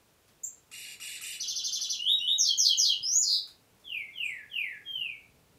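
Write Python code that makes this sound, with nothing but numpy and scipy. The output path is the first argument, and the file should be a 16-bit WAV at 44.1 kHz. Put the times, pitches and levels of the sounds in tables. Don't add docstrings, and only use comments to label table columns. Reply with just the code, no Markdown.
import sys
import numpy as np
from scipy import signal
from scipy.io import wavfile
from scipy.ndimage import uniform_filter1d

SR = 44100
rng = np.random.default_rng(int(sys.argv[2]) if len(sys.argv) > 2 else 0)


def how_loud(loudness_db):
    steps = np.asarray(loudness_db, float) / 20
    return 10 ** steps


def wav_out(sig):
    wavfile.write(sys.argv[1], SR, np.round(np.clip(np.atleast_2d(sig).T, -1, 1) * 32767).astype(np.int16))


N = 246078

PURE_DB = [0, -28, -34]
PIP_OVERTONES_DB = [-4.5, -6.5, -12, -3.5, 0.5]
# seconds from its start, pitch in Hz, effort in dB, warble in Hz.
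PIP = [(-.009, 1348, -47, 0), (-.005, 1480, -30.5, 0), (-.001, 1500, -22.5, 0)]
# frequency in Hz, gain in dB.
BEAK = [(3000, 7), (5500, -13.5), (6800, 2), (7600, -0.5), (8600, -2), (9800, -4), (11500, 2), (13000, 1.5),
        (16000, -4)]


def evened(x):
    return x / np.sqrt(np.mean(x ** 2) + 1e-20)


def read(points, hz):
    f, value = np.transpose(points)
    return np.interp(np.log(hz + 1), np.log(f + 1), value)


def add(mix, start_s, sound):
    part = mix[round(start_s * SR):][:len(sound)]
    part += sound[:len(part)]


def smooth(x, width_s):
    return uniform_filter1d(x, max(round(width_s * SR), 1), mode="nearest")


def wander(count, width_s):
    x, size = rng.standard_normal((count, SR // 2)), round(width_s * SR)
    x = uniform_filter1d(x, size, mode="wrap")
    return evened(uniform_filter1d(x, size, mode="wrap"))


def hush():
    # frequency in Hz, level in dB.
    floor = [(12, -56.5), (20, -22), (37, -17), (85, -3), (406, -11), (454, -6.5), (494, -13), (600, -12.5),
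             (1880, -20), (2490, -18.5), (2780, -20), (3670, -21.5), (15600, -26.5)]
    # time in seconds, level in dB.
    rumble = [(0, -75.5), (1.5, -74), (3, -73.5), (4.5, -72), (5.58, -69)]
    level_db, size, hop = -64.5, 1024, 256
    frames, hz = N // hop + 5, np.fft.rfftfreq(size, 1 / SR)
    real, imag, patches = rng.standard_normal((frames, 513, 3)).T
    patches = evened(uniform_filter1d(uniform_filter1d(patches, 20, 0), 16, 1))
    s, rumble_db = np.transpose(rumble)
    swell_db = np.interp(np.arange(frames) * hop / SR, s, rumble_db - rumble_db.mean())
    low = 1 / (1 + (hz[:, None] / 300) ** 2)
    shape_db = read(floor, hz)[:, None] + low * swell_db + 0.61 * (-0.5 - low) * patches
    z = (real + 1j * imag) * how_loud(shape_db)
    noise = signal.istft(z, nperseg=size, noverlap=size - hop)[1][:N]
    return how_loud(level_db) * evened(noise)


def ticks():
    # start in seconds, level in dB, centre in Hz.
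    rows = [(.28, -57, 2970), (1.792, -49, 1480), (2.45, -57, 1400), (2.87, -55.5, 1400),
            (3.474, -49, 3000), (3.799, -58, 2924)]
    out, t = np.zeros(N), np.arange(1200) / SR
    for start_s, level_db, hz in rows:
        band = signal.butter(1, [hz / 4.5, min(hz * 4.0, 18000)], "band", fs=SR)
        puff = evened(signal.lfilter(*band, rng.standard_normal(len(t))))
        add(out, start_s, how_loud(level_db) * puff * np.exp(-t / 0.0076))
    return out


def voice(hz, effort_db, depth_hz, overtones_db, beak=BEAK):
    warble_hz, warble_chance, jitter_hz = 104.5, .3, 18
    breath_db, patchy_db, edge_s = -30.5, 2, 0.0022
    t, chance = np.arange(len(hz)) / SR, rng.standard_normal(SR // 2)
    uneven = np.tanh(wander(1, .0015)[0])[:len(t)]
    warble = np.sin(2 * np.pi * warble_hz * t) + warble_chance * uneven
    hz = hz + depth_hz * warble + jitter_hz * uneven
    turn = 2 * np.pi * np.cumsum(hz) / SR
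    flicker_db = patchy_db * wander(8, 0.014)[:, :len(t)]
    tone = np.zeros(len(t))
    for k, db in enumerate(overtones_db, 1):
        colour_db = (k > 1) * (read(beak, k * hz) + flicker_db[k])
        tone += how_loud(db + colour_db) * (k * hz < 19000) * np.sin(k * turn)
    air = how_loud(breath_db) * np.sqrt(np.abs(depth_hz) / 500) * np.diff(chance[:len(t)], prepend=0)
    edge = np.clip(np.minimum(t, t[::-1]) / edge_s, 0, 1)
    return how_loud(effort_db) * (np.sqrt(2) * tone + air) * np.sin(edge * np.pi / 2) ** 2


def whistle(mix, rows, overtones_db, start_s=0, factor=1, db=0, beak=BEAK):
    s, *curves = np.transpose(rows)
    t = np.arange(s[0], s[-1], 1 / SR)
    round_s = min(0.073 * (s[-1] - s[0]), .012)
    hz, effort_db, depth_hz = (smooth(np.interp(t, s, c), round_s) for c in curves)
    add(mix, start_s + s[0], voice(factor * hz, effort_db + db, depth_hz, overtones_db, beak))


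def glide(mix, start_s, length_s, first_hz, last_hz, db, kind, overtones_db):
    # (share of the note at full effort, entry in dB, swell roundness, exit in dB, fade roundness).
    kinds = dict(flick=((1.1, 3, 0), (.8, -7, .6, -28, 1.1)), blip=((1.1, 2.1, 0),
             (.03, -1, 1.1, -25, .65)), drop=((1.35, 2.2, 0), (.22, -1.5, 1.1, -3.5, .8)),
             hook=((1.1, 1.1, 160), (.97, -22, 1.15, -1, 1.1)), catch=((1.1, 2.2, 130),
             (.7, -17, 1.1, -9, 1.1)), land=((1.5, 1.5, 0), (.25, -4, 1.1, -11, 1.1)), thin=((1.1, 1.1, 0),
             (.95, -6.5, 1.2, -1, 1.1)), short_slur=((1.15, 1.8, 0), (.5, -20, 3, -20, 1.8)),
             long_slur=((.9, 1.15, 0), (.3, -27, 3, -22, 1.35)), late_slur=((2.1, 1.4, 0),
             (.45, -17, 4.5, -18, 2.2)))
    (linger, ease, warble_hz), (crest, entry_db, swell, exit_db, fade) = kinds[kind]
    u, crest = np.linspace(0, 1, num=40), np.clip(crest, .02, .98)
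    way = 1 - (1 - u ** linger) ** ease
    hz = first_hz * (last_hz / first_hz) ** way
    swell_db = entry_db * np.clip(1 - u / crest, 0, 1) ** swell
    fade_db = exit_db * np.clip((u - crest) / (1 - crest), 0, 1) ** fade
    rows = np.transpose([u * length_s, hz, swell_db + fade_db, warble_hz * np.sqrt(way)])
    whistle(mix, rows, overtones_db, start_s, db=db)


def chip(song):
    chip_db = [0, -17.5]
    # start in seconds, length in seconds, first Hz, last Hz, effort in dB.
    rise = (.433, .019, 6280, 7480, -27)
    end = (.450, .011, 6000, 6800, -31)
    glide(song, *rise, "flick", chip_db)
    glide(song, *end, "blip", chip_db)


def buzz(song, start_s, length_s, top_hz, effort_db, period_s):
    # share of the period, pitch factor, effort in dB.
    sag = [(0, .55, -9.5), (.1, .86, 0), (.22, .98, 0), (.55, 1, -0.5), (0.799, .8, 1.5), (0.969, 0.57, -9)]
    buzz_db = [1, -7, -5, -9.5, -9, -21]
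    # frequency in Hz, gain in dB.
    buzz_beak = [(2500, -9), (3700, 18), (5000, 2.5), (6300, -0.5), (7300, 8), (8500, 5.5), (9600, 1.5),
                 (11700, 5), (13300, -5), (16000, -15.5)]
    entry_factor, warble_hz, pace_chance = .43, 75, .08
    arch_share, fade_db = .03, -1.5
    t = np.arange(0, length_s, 1 / SR)
    share, factor, sag_db = np.transpose(sag)
    drift = wander(1, .02)[0, :len(t)]
    place = (t / period_s + pace_chance * drift * np.minimum(t / period_s, 1)) % 1
    entry = np.interp(t, [0, share[1] * period_s], [entry_factor / factor[0], 1])
    arch = 1 - arch_share * (2 * t / length_s - 1) ** 2
    hz = top_hz * arch * entry * smooth(np.interp(place, share, factor), 0.0023)
    db = effort_db + fade_db * t / length_s + smooth(np.interp(place, share, sag_db), 0.0011)
    add(song, start_s, voice(hz, db, warble_hz, buzz_db, buzz_beak))


def buzzes(song):
    # start in seconds, length in seconds, top pitch in Hz, effort in dB, sag period in seconds.
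    rows = [(.713, .217, 2900, -48.5, .036), (.998, .177, 2940, -45.5, .0425),
            (1.208, .147, 3020, -43.5, .042)]
    for row in rows:
        whistle(song, PIP, PIP_OVERTONES_DB, row[0] + .008, .9, row[3] + 20)
        buzz(song, *row)


def trill(song):
    # seconds after its start, pitch in Hz, effort in dB, warble in Hz.
    syllable = [(0, 4145, 5, 58), (.007, 5140, -1.5, 100.5), (0.012, 6356, 7, -3.5), (0.014, 6540, 4.5, -1),
                (0.018, 5540, 1, 297.5), (.027, 4415, .5, 351.5), (.034, 3700, -2.5, 104),
                (.046, 3248, -4.5, 58.5), (0.054, 2793, -12, -1.5)]
    # start in seconds, pitch factor, effort in dB.
    repeats = [(1.397, 0.95, -32.5), (1.472, 0.99, -31.5), (1.552, 0.97, -31.5), (1.636, 1, -30),
               (1.72, 0.99, -30), (1.805, 0.96, -31), (1.891, 0.96, -29.5)]
    trill_db = [-1, -16.5, -29.5, -34.5]
    # frequency in Hz, gain in dB.
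    trill_beak = [(5500, -2), (6900, 5), (7500, -2), (8800, -15), (10200, -5), (12500, -6), (14000, -12),
                  (16000, -16)]
    for start_s, factor, db in repeats:
        whistle(song, syllable, trill_db, start_s, factor, db, trill_beak)
        whistle(song, PIP, PIP_OVERTONES_DB, start_s, factor, db)


def lifts(song):
    # time in seconds, pitch in Hz, effort in dB.
    paths = [
        [(1.981, 2820, -33.5), (2.04, 3000, -27), (2.08, 3370, -22.5), (2.11, 3794, -14), (2.14, 3798, -24.5),
         (2.165, 3860, -46.5)],
        [(2.187, 2737, -40), (2.22, 2963, -25.5), (2.26, 3014, -30), (2.285, 3580, -20.5), (2.32, 3820, -18),
         (2.35, 3720, -28.5), (2.368, 3800, -60)],
    ]
    lift_db = [-3, -39.5, -34.5, -46.5, -46]
    # start in seconds, length in seconds, first Hz, last Hz, effort in dB.
    flare = (2.186, .03, 5560, 5760, -38)
    for rows in paths:
        whistle(song, [(*row, 0) for row in rows], lift_db)
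    glide(song, *flare, "blip", [0])


def tumble(song, start_s, pace, factor, hook_db, landing_db):
    # seconds after the start, length in seconds, first Hz, last Hz, effort in dB.
    path = [
        (0, .063, 6700, 4950, -20.5),
        (.061, .022, 3750, 4800, -13),
        (.077, .032, 3250, 4200, -19.5),
        (.11, .047, 3350, 2880, -21.5),
        (.057, .043, 8200, 13000, -57.5),
    ]
    hooked_db = [0, -28.5, -29.5]
    parts = (("drop", PURE_DB, 0), ("hook", hooked_db, hook_db), ("catch", hooked_db, 0),
             ("land", PURE_DB, landing_db), ("thin", [0], 0))
    for (s, length_s, first_hz, last_hz, db), (kind, overtones_db, push_db) in zip(path, parts):
        glide(song, start_s + pace * s, pace * length_s, first_hz, factor * last_hz, db + push_db,
              kind, overtones_db)


def tumbles(song):
    # start in seconds, pace factor, factor on the last pitches, first hook in dB, landing in dB.
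    rows = [(2.382, .92, 1.06, -8, -1.5), (2.576, 1.01, 1.01, .1, .1), (2.774, .99, .98, -2.5, -.5)]
    for row in rows:
        tumble(song, *row)


def thumps():
    # start in seconds, level in dB, pitch in Hz, decay in seconds.
    rows = [
        (3.008, -52, 120, .015),
        (3.022, -65, 390, .04),
        (4.985, -51.5, 150, .012),
    ]
    out, t = np.zeros(N), np.arange(8000) / SR
    for start_s, level_db, hz, decay_s in rows:
        push = np.sin(2 * np.pi * hz * t * (1 + 0.1 * np.exp(-t / 0.0033)))
        add(out, start_s, how_loud(level_db) * push * np.exp(-t / decay_s))
    return out


def arch(song):
    # time in seconds, pitch in Hz, effort in dB, warble in Hz.
    rows = [(3.028, 4930, -27.5, 0), (3.11, 5900, -29.5, 0), (3.15, 6610, -20, 0), (3.185, 6970, -21, 0),
            (3.208, 7150, -33.5, 58), (3.225, 5590, -27, 357), (3.255, 4680, -29, 500),
            (3.33, 4420, -22, 525), (3.385, 4204, -36, 492)]
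    whistle(song, rows, PURE_DB)


def slurs(song):
    slur_db = [0, -33, -48, -37, -31.5, -40, -38]
    late_db = [0, -35, -50, -32, -45]
    # start in seconds, length in seconds, first Hz, last Hz, effort in dB.
    first = (3.84, .23, 3550, 2060, -35.5)
    long_slurs = [(4.13, .3, 3500, 1643, -33), (4.495, .275, 3460, 1628, -31.5)]
    last = (4.845, .305, 3250, 2187, -34.5)
    glide(song, *first, "short_slur", slur_db)
    for note in long_slurs:
        glide(song, *note, "long_slur", slur_db)
    glide(song, *last, "late_slur", late_db)


def finch():
    song = np.zeros(N)
    for phrase in (chip, buzzes, trill, lifts, tumbles, arch, slurs):
        phrase(song)
    return song


def far_bird():
    # time in seconds, pitch in Hz, effort in dB, warble in Hz.
    rows = [(4.223, 7700, -60, -7), (4.243, 8860, -54, 0), (4.253, 7280, -48, 305), (4.274, 8200, -57, 306),
            (4.3, 8200, -58.5, 299)]
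    out = np.zeros(N)
    whistle(out, rows, [0])
    return out


def room(x):
    # frequency in Hz, t60 in seconds.
    decay = [(300, 0.3), (2000, 0.41), (4000, 0.29), (7000, 0.28), (12000, .24), (16000, 0.23)]
    # delay in seconds, level in dB.
    echoes = [(.0121, -11), (.0172, -13), (.034, -12)]
    tail_db, cage_db, cage_s = 2, -2, .005
    hz, t, z = signal.stft(rng.standard_normal(SR), SR, nperseg=128)
    tail = signal.istft(z * how_loud(-60 * t / read(decay, hz)[:, None]), SR, nperseg=128)[1]
    age = np.arange(len(tail)) / SR
    tail *= np.clip(age / .012, 0, 1)
    cage = rng.standard_normal(len(age)) * np.exp(-age / cage_s)
    tail = how_loud(tail_db) * tail / np.linalg.norm(tail) + how_loud(cage_db) * cage / np.linalg.norm(cage)
    for k, (delay_s, db) in enumerate(echoes):
        add(tail, delay_s, np.array([(-1) ** k * how_loud(db)]))
    return signal.fftconvolve(x, tail)[:N]


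def scene():
    direct_db, far_db, level_db = -3, -1, -5
    near, far = finch(), ticks() + far_bird()
    direct = how_loud(direct_db) * (near + how_loud(far_db) * far)
    wet = room(near + far)
    return (how_loud(level_db) * (direct + wet) + thumps() + hush())[None]


def roll_off(x):
    return signal.sosfilt(signal.butter(12, 15800, fs=SR, output="sos"), x)


def record(dry):
    edge = signal.firwin(511, 15750, window=("kaiser", 9), fs=SR)
    return roll_off(signal.oaconvolve(dry, edge[None], "same"))


dry = scene()
out = record(dry)
wav_out(out)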